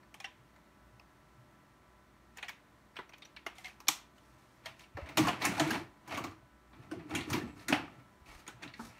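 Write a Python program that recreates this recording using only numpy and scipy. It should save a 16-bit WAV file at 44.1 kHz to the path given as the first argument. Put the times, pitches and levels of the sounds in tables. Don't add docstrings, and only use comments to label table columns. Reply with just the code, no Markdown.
import sys
import numpy as np
from scipy import signal
from scipy.fft import rfft, irfft, next_fast_len
from scipy.io import wavfile
from scipy.ndimage import map_coordinates

SR = 44100
rng = np.random.default_rng(int(sys.argv[2]) if len(sys.argv) > 2 else 0)


def unload_audio(sound):
    columns = np.transpose(np.atleast_2d(sound))
    steps = np.round(np.clip(columns, -1, 1) * 32767)
    wavfile.write(sys.argv[1], SR, steps.astype(np.int16))


def boost(x):
    u = np.asarray(x, float) / 20
    return 10 ** u


N = 396459

# f/Hz, width/Hz, level/dB
HOLLOW_MODES = [(472, 141, -10.5), (664, 59, -1), (827, 130, -2.5), (1000, 79, -2), (1124, 85, -2),
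                (1407, 266, -5)]
# f/Hz, width/Hz, level/dB
CABINET_MODES = [(210, 110, -2.5), (311, 29, 7), (373, 70, -3)]
# f/Hz, width/Hz, level/dB
SHELF_MODES = [(125, 44, -4.5)]
# t/s, hold/s, scrape/dB, hiss/dB, weight on the cabinet/dB
CREEP_STROKES = [
    (2.368, .02, -61, -75, -94),
    (2.422, 0.018, -61, -74, -90),
    (3.588, 0.088, -57, -64, -89),
    (4.165, 0.42, -75, -78, -82),
    (4.666, 0.027, -50.5, -66, -66),
    (4.793, 0.028, -62, -68.5, -86),
]
# t/s, hold/s, scrape/dB, hiss/dB, weight on the cabinet/dB
GUIDE_STROKES = [(4.972, .15, -56.5, -78, -61), (5.2, 0.047, -41, -51, -32.5),
                 (5.253, 0.058, -42, -59, -39.5), (5.33, .075, -51.5, -72, -50.5),
                 (5.436, .02, -35.5, -51.5, -48), (5.52, 0.087, -44, -56, -42),
                 (5.447, 0.023, -36.5, -46, -41), (5.604, 0.064, -40, -56, -47),
                 (5.688, 0.078, -43.5, -55, -38.5), (6.106, 0.06, -44.5, -61, -44.5),
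                 (6.19, 0.075, -55, -79, -51), (6.75, 0.19, -67, -81.5, -57.5),
                 (6.914, 0.11, -60, -84, -49), (7.107, .03, -52, -66, -52), (7.141, 0.067, -45, -62, -39.5),
                 (7.3, 0.076, -44.5, -55, -35.5), (7.433, 0.053, -58, -74, -45.5),
                 (7.572, 0.057, -62, -68, -56), (7.715, 0.021, -42.5, -58, -36),
                 (7.75, 0.11, -54.5, -77, -53.5), (7.88, 0.13, -68.5, -81.5, -61.5),
                 (8.284, 0.11, -59, -66.5, -67.5), (8.626, 0.036, -54.5, -82, -53),
                 (8.801, 0.072, -60.5, -59.5, -56.5), (8.904, .07, -60, -74, -78)]


def unit(x):
    return x / np.sqrt(np.mean(x ** 2) + 1e-20)


def along(points, hz):
    f, v = np.transpose(points)
    return np.interp(np.log(hz + 1), np.log(f + 1), v)


def wobble(rate):
    coarse = np.arange(0, N + 16, 16)
    knots = rng.standard_normal(int(N * rate / SR) + 4)
    curve = map_coordinates(knots, [coarse * rate / SR])
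    return np.interp(np.arange(N), coarse, curve)


def modes(table, f, detune=1, scatter_db=0):
    centre, width, db = np.transpose(table)[:, None, :, None]
    detune = np.asarray(detune)[..., None]
    centre, width = detune * centre, detune * width
    sign = (-1.) ** np.arange(len(table))[:, None]
    gain = sign * boost(db + np.asarray(scatter_db)[..., None])
    one = gain * 1j * f * width / (centre * centre - f * f + 1j * f * width)
    above = (1 + 1j * f / (1.67 * centre[:, -1])) ** 3
    below = 1j * f / (0.8 * centre[:, 0] + 1j * f)
    return one.sum(axis=1) / above * below


def ringing(x, table):
    m = next_fast_len(N + SR // 2)
    response = modes(table, np.fft.rfftfreq(m, 1 / SR))[0]
    return unit(irfft(rfft(x, m) * response, m)[:N])


def tails(count):
    # f/Hz, t60/s
    room_decay = [(150, 0.27), (700, 0.33), (3000, 0.3), (8000, 0.23), (15000, 0.21)]
    hz, t, z = signal.stft(rng.standard_normal((count, SR // 3)), SR, nperseg=256)
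    decay = boost(-60 * t / along(room_decay, hz)[:, None])
    tail = signal.istft(z * decay, SR, nperseg=256)[1]
    tail = np.pad(tail, ((0, 0), (SR // 150, 0)))
    return tail / np.linalg.norm(tail, axis=1, keepdims=True)


def all_round(rows):
    power = np.cumsum(abs(rfft(rows)) ** 2, axis=1)
    bins = np.arange(power.shape[1])
    lo = (.82 * bins).astype(int)
    hi = np.minimum(1.22 * bins + 1, bins[-1]).astype(int)
    return np.sqrt(abs(power[:, hi] - power[:, lo]) / (hi - lo))


def room_noise():
    # f/Hz, density/dB per Hz
    air_spectrum = [(15, -75), (27, -35), (49, -7), (100, -5.5), (152, -3.5), (198, -4.5), (331, -8),
                    (410, -13.5), (970, -10.5), (1570, -15.5), (1850, -14), (2700, -22), (15500, -36)]
    # order of the shaft, level/dB rms
    fan_orders = [(3, -76), (5, -77), (7, -78), (8, -79), (9, -79.5), (21, -86.5), (24, -77.5), (25, -85),
                  (28, -80.5), (32, -77.5), (36, -82.5), (40, -86), (44, -88), (48, -87)]
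    # f/Hz, level/dB rms
    hum_tones = [
        (59.3, -70),
        (608, -78),
    ]
    air_db, shaft_hz = -65, 41.57
    m = next_fast_len(N)
    shape = boost(along(air_spectrum, np.fft.rfftfreq(m, 1 / SR)))
    air = irfft(rfft(rng.standard_normal(m)) * shape, m)[:N]
    turn = 2 * np.pi * np.cumsum(shaft_hz * (1 + 0.002 * wobble(4))) / SR
    fan = np.zeros(N)
    for order, db in fan_orders:
        flutter_db = 2.2 * wobble(6)
        phase = rng.uniform(0, 2 * np.pi)
        fan += boost(db + 2.5 + flutter_db) * np.sin(round(order) * turn + phase)
    hum = np.zeros(N)
    for hz, db in hum_tones:
        hum += boost(db) * ringing(rng.standard_normal(N), [(hz, 0.026 * hz + 3, 0)])
    drift_db = .4 * wobble(4)
    return boost(air_db - 0.5 + drift_db) * unit(air) + fan + hum


def whine():
    # t/s, level/dB rms
    whine_levels = [
        (6.55, -98),
        (6.8, -69),
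        (7.45, -63.5),
        (7.7, -71),
        (8.1, -76.5),
        (8.4, -80),
        (8.9, -73),
    ]
    whine_hz = 1330
    s, db = np.transpose(whine_levels)
    turn = 2 * np.pi * np.cumsum(whine_hz * (1 + .002 * wobble(7))) / SR
    level_db = np.interp(np.arange(N) / SR, s, db) + 4 * wobble(17)
    return boost(level_db) * np.sin(turn)


def squeak():
    # start/s, end/s, f/Hz, level/dB rms
    roller = (7.42, 7.58, 7740, -77)
    start, end, hz, db = roller
    progress = np.clip((np.arange(N) / SR - start) / (end - start), 0, 1)
    whistle = ringing(rng.standard_normal(N), [(hz, 90, 0)])
    return boost(db) * np.sin(np.pi * progress) * whistle


def pushes():
    # t/s, peak level/dB, f/Hz, t60/s
    furniture = [(0.387, -52, 125.3, 0.33), (0.927, -51, 121, 0.17), (1.377, -50, 125, 0.24),
                 (4.948, -34, 87, 0.041), (5.019, -33.5, 66.3, 0.1), (5.175, -31.5, 150, 0.11),
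                 (5.509, -39, 115, .12), (6.421, -51.5, 124, .1), (6.79, -43, 126, 0.16),
                 (7.98, -50, 130, .12), (8.538, -47.5, 123, 0.29), (6.278, -42, 98, 0.18),
                 (7.18, -51, 75, 0.15), (5.609, -25, 145, 0.19), (7.346, -30.5, 135, 0.14),
                 (7.459, -43, 70, 0.13), (7.739, -42, 100, 0.11), (8.209, -47, 61.1, 0.1),
                 (8.281, -45, 48.4, 0.22), (8.349, -42, 45.8, 0.057), (8.819, -47, 54, 0.32),
                 (8.889, -51, 114, 0.096)]
    # t/s, peak level/dB, f/Hz, t60/s
    dull_knocks = [
        (2.987, -39.5, 380, 0.091),
        (3.884, -39.5, 307, .12),
        (3.464, -36, 677, 0.04),
        (3.464, -39, 377, 0.039),
        (5.18, -22, 314, 0.063),
        (6.424, -55, 655, 0.07),
        (6.917, -37.5, 311, 0.089),
        (7.724, -18, 266, 0.057),
        (8.634, -43, 188.5, 0.083),
        (8.792, -36, 231, 0.21),
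    ]
    # t/s, peak level/dB, f/Hz, t60/s
    small_parts = [(0.2044, -44, 5300, 0.02), (0.2553, -39, 5600, 0.016), (0.9965, -49, 5200, 0.01),
                   (2.372, -43, 7100, 0.022), (3.0929, -51, 5770, 0.025), (3.25, -46.5, 5830, 0.03),
                   (3.8036, -52, 5450, 0.02), (8.4779, -35, 6750, 0.018), (8.479, -37, 9030, 0.014),
                   (8.479, -57, 14000, 0.014), (8.63, -40, 4500, 0.02), (8.739, -43.5, 4340, 0.022)]
    # t/s, peak level/dB, f/Hz, t60/s
    flaps = [
        (.203, -45, 785, 0.065),
        (.243, -42, 790, 0.094),
        (0.9973, -44.5, 2600, 0.014),
        (3.465, -25.5, 2120, 0.02),
        (3.884, -19, 2390, 0.025),
        (3.648, -48, 746, .2),
        (4.975, -41, 599, 0.25),
        (5.249, -24.5, 1117, 0.075),
        (5.271, -23, 1068, 0.09),
    ]
    # t/s, peak level/dB, f/Hz, t60/s
    panel_booms = [(5.1923, -18.5, 309.3, 0.16), (5.286, -41, 286, 0.099), (5.33, -34, 260, .07),
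                   (5.469, -26.5, 290, 0.11), (5.488, -28.5, 185, 0.094), (5.521, -36, 194, 0.072),
                   (5.617, -22.5, 302, 0.097), (5.664, -24.5, 312, 0.14), (5.709, -30, 222, 0.055),
                   (5.733, -29, 315, 0.094), (5.766, -30, 290, 0.083), (5.81, -34.5, 338, 0.08),
                   (6.174, -28.5, 274, .08), (6.203, -33.5, 324, 0.074), (6.245, -36, 290, 0.12),
                   (6.316, -47, 321, 0.19), (6.92, -32, 315, 0.088), (6.944, -36, 355, 0.069),
                   (6.972, -36, 345, .1), (7.055, -38, 301, 0.12), (7.156, -34, 237, 0.14),
                   (7.275, -30, 310, 0.1), (7.342, -30.5, 304, .1), (7.377, -34, 290, 0.077),
                   (7.431, -33, 232.4, .15), (7.698, -26.5, 293, 0.065), (7.751, -32.5, 280, 0.055),
                   (7.834, -38, 304, 0.076), (8.659, -39, 268, 0.052)]
    # t/s, peak level/dB, f/Hz, t60/s
    wall_catches = [(0.244, -31.5, 2750, 0.06), (.272, -50, 1000, 0.13), (3.586, -47.5, 750, .08),
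                    (3.698, -48, 2520, 0.053), (2.989, -45, 980, 0.054), (3.369, -44, 1755, .03),
                    (3.655, -38, 2065, .04), (3.67, -45, 2070, .04), (3.894, -35.5, 1850, 0.055),
                    (4.658, -40.5, 650, .06), (4.667, -39, 1860, 0.043), (4.97, -36.5, 1790, .05),
                    (4.987, -33.5, 571, 0.065), (5.177, -20.5, 646, .05), (5.183, -37, 1150, 0.053),
                    (5.282, -23, 720, 0.078), (5.291, -20.5, 1055, 0.048), (5.42, -33, 2272, .04),
                    (5.453, -26, 1073, 0.081), (5.47, -29, 1820, .04), (5.525, -32.5, 1421, .04),
                    (5.535, -36, 705, .05), (5.596, -27, 700, .04), (5.597, -31, 1290, 0.029),
                    (5.606, -25, 650, 0.077), (5.705, -26, 1640, 0.035), (6.175, -31.5, 660, 0.077),
                    (6.187, -38, 1150, .05), (6.25, -33, 1130, 0.039), (6.32, -45, 1195, 0.055),
                    (6.913, -38.5, 1507, 0.065), (6.934, -37, 670, 0.065), (7.12, -39, 794, .08),
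                    (7.149, -30.5, 1465, 0.045), (7.334, -30, 800, .04), (7.344, -27.5, 966, 0.046),
                    (7.163, -31.5, 2760, 0.095), (7.413, -39, 1780, .04), (7.725, -19, 860, 0.031),
                    (7.727, -21.5, 596, 0.026), (7.742, -26, 2050, 0.025), (7.879, -43, 1210, .04),
                    (8.738, -38.5, 1950, 0.038), (8.628, -46, 1920, 0.064), (8.3, -50, 2260, .08)]
    # t/s, peak level/dB, f/Hz
    edge_snaps = [(2.9688, -35.5, 3140), (2.974, -44, 2821), (3.124, -45, 2500), (3.143, -43, 3273),
                  (3.229, -46, 3930), (3.232, -44, 3090), (3.255, -42, 4030), (3.37, -39, 3714),
                  (3.5835, -39, 3144), (3.645, -36, 3898), (3.672, -40, 3219), (3.8831, -10.5, 5700),
                  (3.888, -13, 3400), (4.664, -32, 3250), (4.809, -42, 3700), (5.084, -47, 2961),
                  (5.095, -44, 2810), (5.177, -26, 4500), (5.183, -18, 3575), (5.283, -23, 4500),
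                  (5.288, -28, 2900), (5.294, -38, 3079), (5.452, -18, 6550), (5.598, -20, 4300),
                  (5.602, -18, 3000), (5.705, -30, 4500), (5.754, -31, 2950), (5.76, -32.5, 2750),
                  (6.097, -41, 3004), (6.127, -38, 2950), (6.159, -32, 3531), (6.174, -35, 4500),
                  (6.178, -27, 2853), (6.193, -42, 2799), (6.247, -40, 4285), (6.271, -39, 3079),
                  (7.107, -42.5, 3704), (7.24, -44, 2853), (7.595, -45, 4404), (7.6845, -27, 4400),
                  (7.728, -13, 2560), (7.738, -31, 3133), (8.484, -39, 3047), (8.637, -35, 3270),
                  (8.678, -38, 3700)]
    snap_cycles = 11
    events = furniture + dull_knocks + small_parts + flaps + panel_booms + wall_catches
    events = events + [(s, db, hz, snap_cycles / hz) for s, db, hz in edge_snaps]
    sound, wet = np.zeros((2, N + SR))
    for s, db, hz, t60 in events:
        t = np.arange(int(np.clip(t60, .002, .5) * SR)) / SR
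        onset = 1 - np.exp(-(t / (0.00046 + 0.71 / hz)) ** 2)
        bob = onset * boost(-60 * t / max(t60, .002)) * np.sin(2 * np.pi * hz * t)
        bob *= boost(db - 4.5) / abs(bob).max()
        beamed = min(1, snap_cycles / (hz * t60)) ** .5
        first = round(s * SR)
        sound[first:][:len(t)] += bob
        wet[first:][:len(t)] += bob * beamed
    return sound[:N] + boost(-10.5) * signal.fftconvolve(wet[:N], tails(count=1)[0])[:N]


def strokes(level_db, fall_db_per_s):
    grip_db_per_s = 448
    t, power = np.arange(0, N + 64, 64) / SR, 0
    for (s, hold, *_), db in zip(CREEP_STROKES + GUIDE_STROKES, level_db):
        rise_db = grip_db_per_s * np.maximum(s - t, 0)
        fall_db = fall_db_per_s * np.maximum(t - s - hold, 0)
        power = power + boost(db - rise_db - fall_db) ** 2
    return np.interp(np.arange(N) / SR, t, np.sqrt(power))


def slide():
    # f/Hz, width/Hz, level/dB
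    rubbed_walls = [(1800, 240, 3.5), (2234, 220, 5), (2650, 390, 1), (3400, 700, -4.5), (4300, 1200, -7.5)]
    # f/Hz, width/Hz, level/dB
    hiss_modes = [(3640, 1400, -1), (5400, 3100, 0), (11100, 7000, -6.5)]
    lift, settle, sway = 300.5, 293, 138.5
    shelf_db, shelf_follows = -21.5, 0.66
    scrape_db, hiss_db, weight_db = np.transpose(CREEP_STROKES + GUIDE_STROKES)[2:]
    clumps = 2.2 * wobble(60) + 2.2 * wobble(220)

    def grains(lumpy):
        return rng.standard_normal(N) * boost(lumpy * clumps + 1.3 * rng.exponential(size=N))

    def jolts():
        return rng.standard_normal(N) * boost(3 * wobble(35))

    hollow_db = scrape_db - 2.5 + 0.19 * np.minimum(weight_db - scrape_db, 0)
    rub = strokes(scrape_db - 4.5, lift) * ringing(grains(0.97), rubbed_walls)
    rub += strokes(hollow_db, lift) * ringing(grains(1), HOLLOW_MODES)
    rub += strokes(hiss_db - 0.5, lift) * ringing(grains(.7), hiss_modes)
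    box = strokes(weight_db - 4.0, settle) * ringing(jolts(), CABINET_MODES)
    board = strokes(shelf_db + shelf_follows * weight_db, sway) * ringing(jolts(), SHELF_MODES)
    near = rub + box + board
    return near + boost(-7) * signal.fftconvolve(near, tails(count=1)[0])[:N]


def knocks(s, db, parts_db, spot_hz, t60, spot_db, rise_s, crack, room_db):
    # f/Hz, width/Hz, level/dB
    shell_modes = [(1800, 240, 2.5), (2280, 490, 4), (2720, 460, 1.5), (3364, 680, -2.5), (4234, 780, -4.5)]
    # f/Hz, width/Hz, level/dB
    edge_modes = [(4420, 900, -8), (5610, 1900, -3), (6860, 870, -1)]
    # f/Hz, width/Hz, level/dB
    spark_modes = [(8790, 530, -4.5), (12200, 3100, -13.5), (15000, 2600, -12.5)]
    size, roomy = 2 ** 12, 2 ** 14
    t, f = np.arange(size) / SR, np.fft.rfftfreq(size, 1 / SR)
    fade = boost(-60 * t / np.clip(t60, .006, .2)) + crack * boost(-60 * t / 0.0014)
    contacts = rng.standard_normal((len(s), size)) * boost(2.0 * rng.exponential(size=(len(s), size)))
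    force = rfft((1 - np.exp(-t / rise_s)) * fade * contacts)

    def peak(response):
        part = irfft(force * response)
        return part / abs(part).max(axis=1, keepdims=True)

    out = boost(spot_db) * peak(modes([(0.99, 0.023, 0)], f, spot_hz))
    bodies = (shell_modes, edge_modes, spark_modes, HOLLOW_MODES, SHELF_MODES + CABINET_MODES)
    for table, part_db in zip(bodies, parts_db):
        chance = rng.standard_normal((len(s), 2, len(table)))
        out += boost(part_db) * peak(modes(table, f, np.exp(0.034 * chance[:, 0]), 3 * chance[:, 1]))
    out *= boost(db)
    out = np.pad(out, ((0, 0), (0, roomy - size)))
    out += boost(room_db) * irfft(all_round(out) * rfft(tails(count=len(s)), roomy))
    sound = np.zeros(N + roomy)
    for start, row in zip(np.round(s[:, 0] * SR).astype(int), out):
        sound[start:start + roomy] += row
    return sound[:N]


def player():
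    # t/s, peak level/dB, hardness/dB, hollow/dB, favoured f/Hz
    slot_knocks = [(4.969, -41.5, -14, 10.5, 1780), (5.058, -45.5, -11.5, -7, 2050),
                   (5.087, -39, -9, 2.5, 2050), (5.171, -19, -6.5, 1, 948), (5.178, -20.5, -4.5, -15, 1160),
                   (5.251, -37, -6, 0, 2300), (5.268, -28, -6.5, 7, 2380), (5.282, -23, -10, 2, 2920),
                   (5.419, -26.5, -13, -10, 2400), (5.45, -19.5, -3, -10, 2180),
                   (5.577, -32.5, -8, 9.5, 756), (5.595, -19.5, -6, 3.5, 1323), (5.672, -35, -9, 2, 1500),
                   (5.705, -29, -5, 6, 2900), (5.751, -33, -14, 6.5, 1680), (6.076, -47.5, -1, 7, 835),
                   (6.121, -37.5, -11.5, 4, 1280), (6.143, -35.5, -7.5, -1, 2120),
                   (6.173, -33.5, -5.5, 7.5, 1136), (6.238, -33.5, -6, 7, 1210), (6.31, -57, -3, 10, 1200)]
    # t/s, peak level/dB, hardness/dB, hollow/dB, favoured f/Hz
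    tray_knocks = [(6.73, -53, -23, 7, 2180), (6.912, -42, -5, 7, 1580), (7.094, -53, -3, 15, 1460),
                   (7.107, -41.5, -12, 5, 1280), (7.149, -24.5, -6, -23, 3170),
                   (7.206, -35, -17, -13, 2120), (7.232, -43, -14, -14, 2350), (7.3, -37, 1, 7, 803),
                   (7.329, -26.5, -4, -3, 2310), (7.382, -42, -11, 0, 735), (7.595, -48.5, -7, -14, 1810),
                   (7.682, -26, -3, -4.5, 1464), (7.724, -18.5, -13, 0, 860), (7.763, -44, -18, -12, 2700),
                   (8.257, -52, -9, -7, 2680), (8.299, -53, -15, -13, 2200), (8.396, -49, -9, -14, 1310),
                   (8.465, -43, -10, -11, 1360), (8.477, -40, -3.5, 3.5, 1510),
                   (8.622, -42.5, -10, -17, 1860), (8.63, -36, -12.5, -9, 1600),
                   (8.675, -46.5, -16, -16, 4000), (8.736, -41.5, -14.5, -22, 1970),
                   (8.791, -50.5, -15, 19.5, 744)]
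    s, db, tick_db, hollow_db, spot_hz = np.transpose(slot_knocks + tray_knocks)[..., None]
    cabinet_db = -11 + 0.34 * hollow_db
    parts_db = (-3, tick_db - 2.0, 1.32 * tick_db - 3, hollow_db - 7.5, cabinet_db)
    return knocks(s, db, parts_db, spot_hz, t60=0.064, spot_db=-10, rise_s=0.001, crack=0.34, room_db=-3.0)


def hand():
    # t/s, peak level/dB, hardness/dB, hollow/dB, favoured f/Hz
    reel_knocks = [(0.03, -54.5, -19, -4, 1800), (0.141, -38, -8, -10.5, 3250),
                   (0.2, -32.5, -13.5, -14, 2480), (0.2422, -28.5, -20.5, -15, 3030),
                   (0.56, -54.5, -12, 0, 2050), (0.995, -50, -12, -4, 1000), (2.371, -40.5, -5, -8, 1920),
                   (2.382, -36.5, -16, -7, 2700), (2.426, -24.5, -22, -14, 2520),
                   (2.443, -41, -17, -7, 2280), (2.482, -29.5, -13.5, -16, 2420),
                   (2.491, -31, -13, -10, 2230)]
    # t/s, peak level/dB, hardness/dB, hollow/dB, favoured f/Hz
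    grip_knocks = [(2.956, -47, -12, 0, 2050), (2.965, -32, -23, -10, 2500), (2.987, -35.5, -23, 0.5, 2000),
                   (3.092, -47.5, -10, -0.5, 2000), (3.132, -36.5, -26, -11.5, 2480),
                   (3.181, -51, -3, -8, 2600), (3.22, -39, -20, -13, 3780), (3.251, -45, -12, -9, 6060),
                   (3.363, -36.5, -25, -16, 2270), (3.463, -29, -12.5, -2, 2900),
                   (3.553, -51.5, -6.5, -11, 3700), (3.582, -45, 0, -7.5, 2100),
                   (3.644, -35, -11.5, -24.5, 2130), (3.657, -34.5, -8.5, -27.5, 2150),
                   (3.68, -40.5, -12.5, -8.5, 2300), (3.802, -42, -4, -5.5, 870),
                   (3.87, -35.5, -16.5, -7.5, 2500), (3.883, -15, 1.5, -5.5, 6050),
                   (4.18, -52, -10, -9, 3000), (4.657, -29.5, -14, -12.5, 3250),
                   (4.793, -43, -7, -21, 2600), (4.835, -46.5, -23, -24, 2370)]
    s, db, tick_db, hollow_db, spot_hz = np.transpose(reel_knocks + grip_knocks)[..., None]
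    t60 = .029 - .0011 * tick_db
    spark_db = 0.9 * tick_db - 6.5
    parts_db = (-5, tick_db - 2.0, spark_db, hollow_db - 2.5, 2.0 * hollow_db - 15.5)
    return knocks(s, db, parts_db, spot_hz, t60, spot_db=-10, rise_s=0.025 * t60, crack=1.3, room_db=-8.5)


def scene():
    background = room_noise() + whine() + squeak()
    return (background + pushes() + slide() + player() + hand())[None]


def band_limit(x):
    return signal.sosfilt(signal.butter(12, 16520, fs=SR, output="sos"), x)


def record(dry):
    # f/Hz, width/Hz, level/dB
    port_dips = [
        (4930, 240, -3),
        (7180, 420, -1),
        (10480, 260, -4.5),
    ]
    top_hz = 15850
    m = next_fast_len(N)
    hz = np.fft.rfftfreq(m, 1 / SR)
    port_db = sum(db * np.exp(-((hz - c) / w) ** 2) for c, w, db in port_dips)
    limit_db = -45 / (1 + np.exp((top_hz - hz) / 70))
    low_cut = 1 / (1 + (30 / (hz + 1)) ** 2)
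    mix = irfft(rfft(dry, m) * boost(port_db + limit_db) * low_cut, m)[:, :N]
    return band_limit(mix)


dry = scene()
out = record(dry)
unload_audio(out)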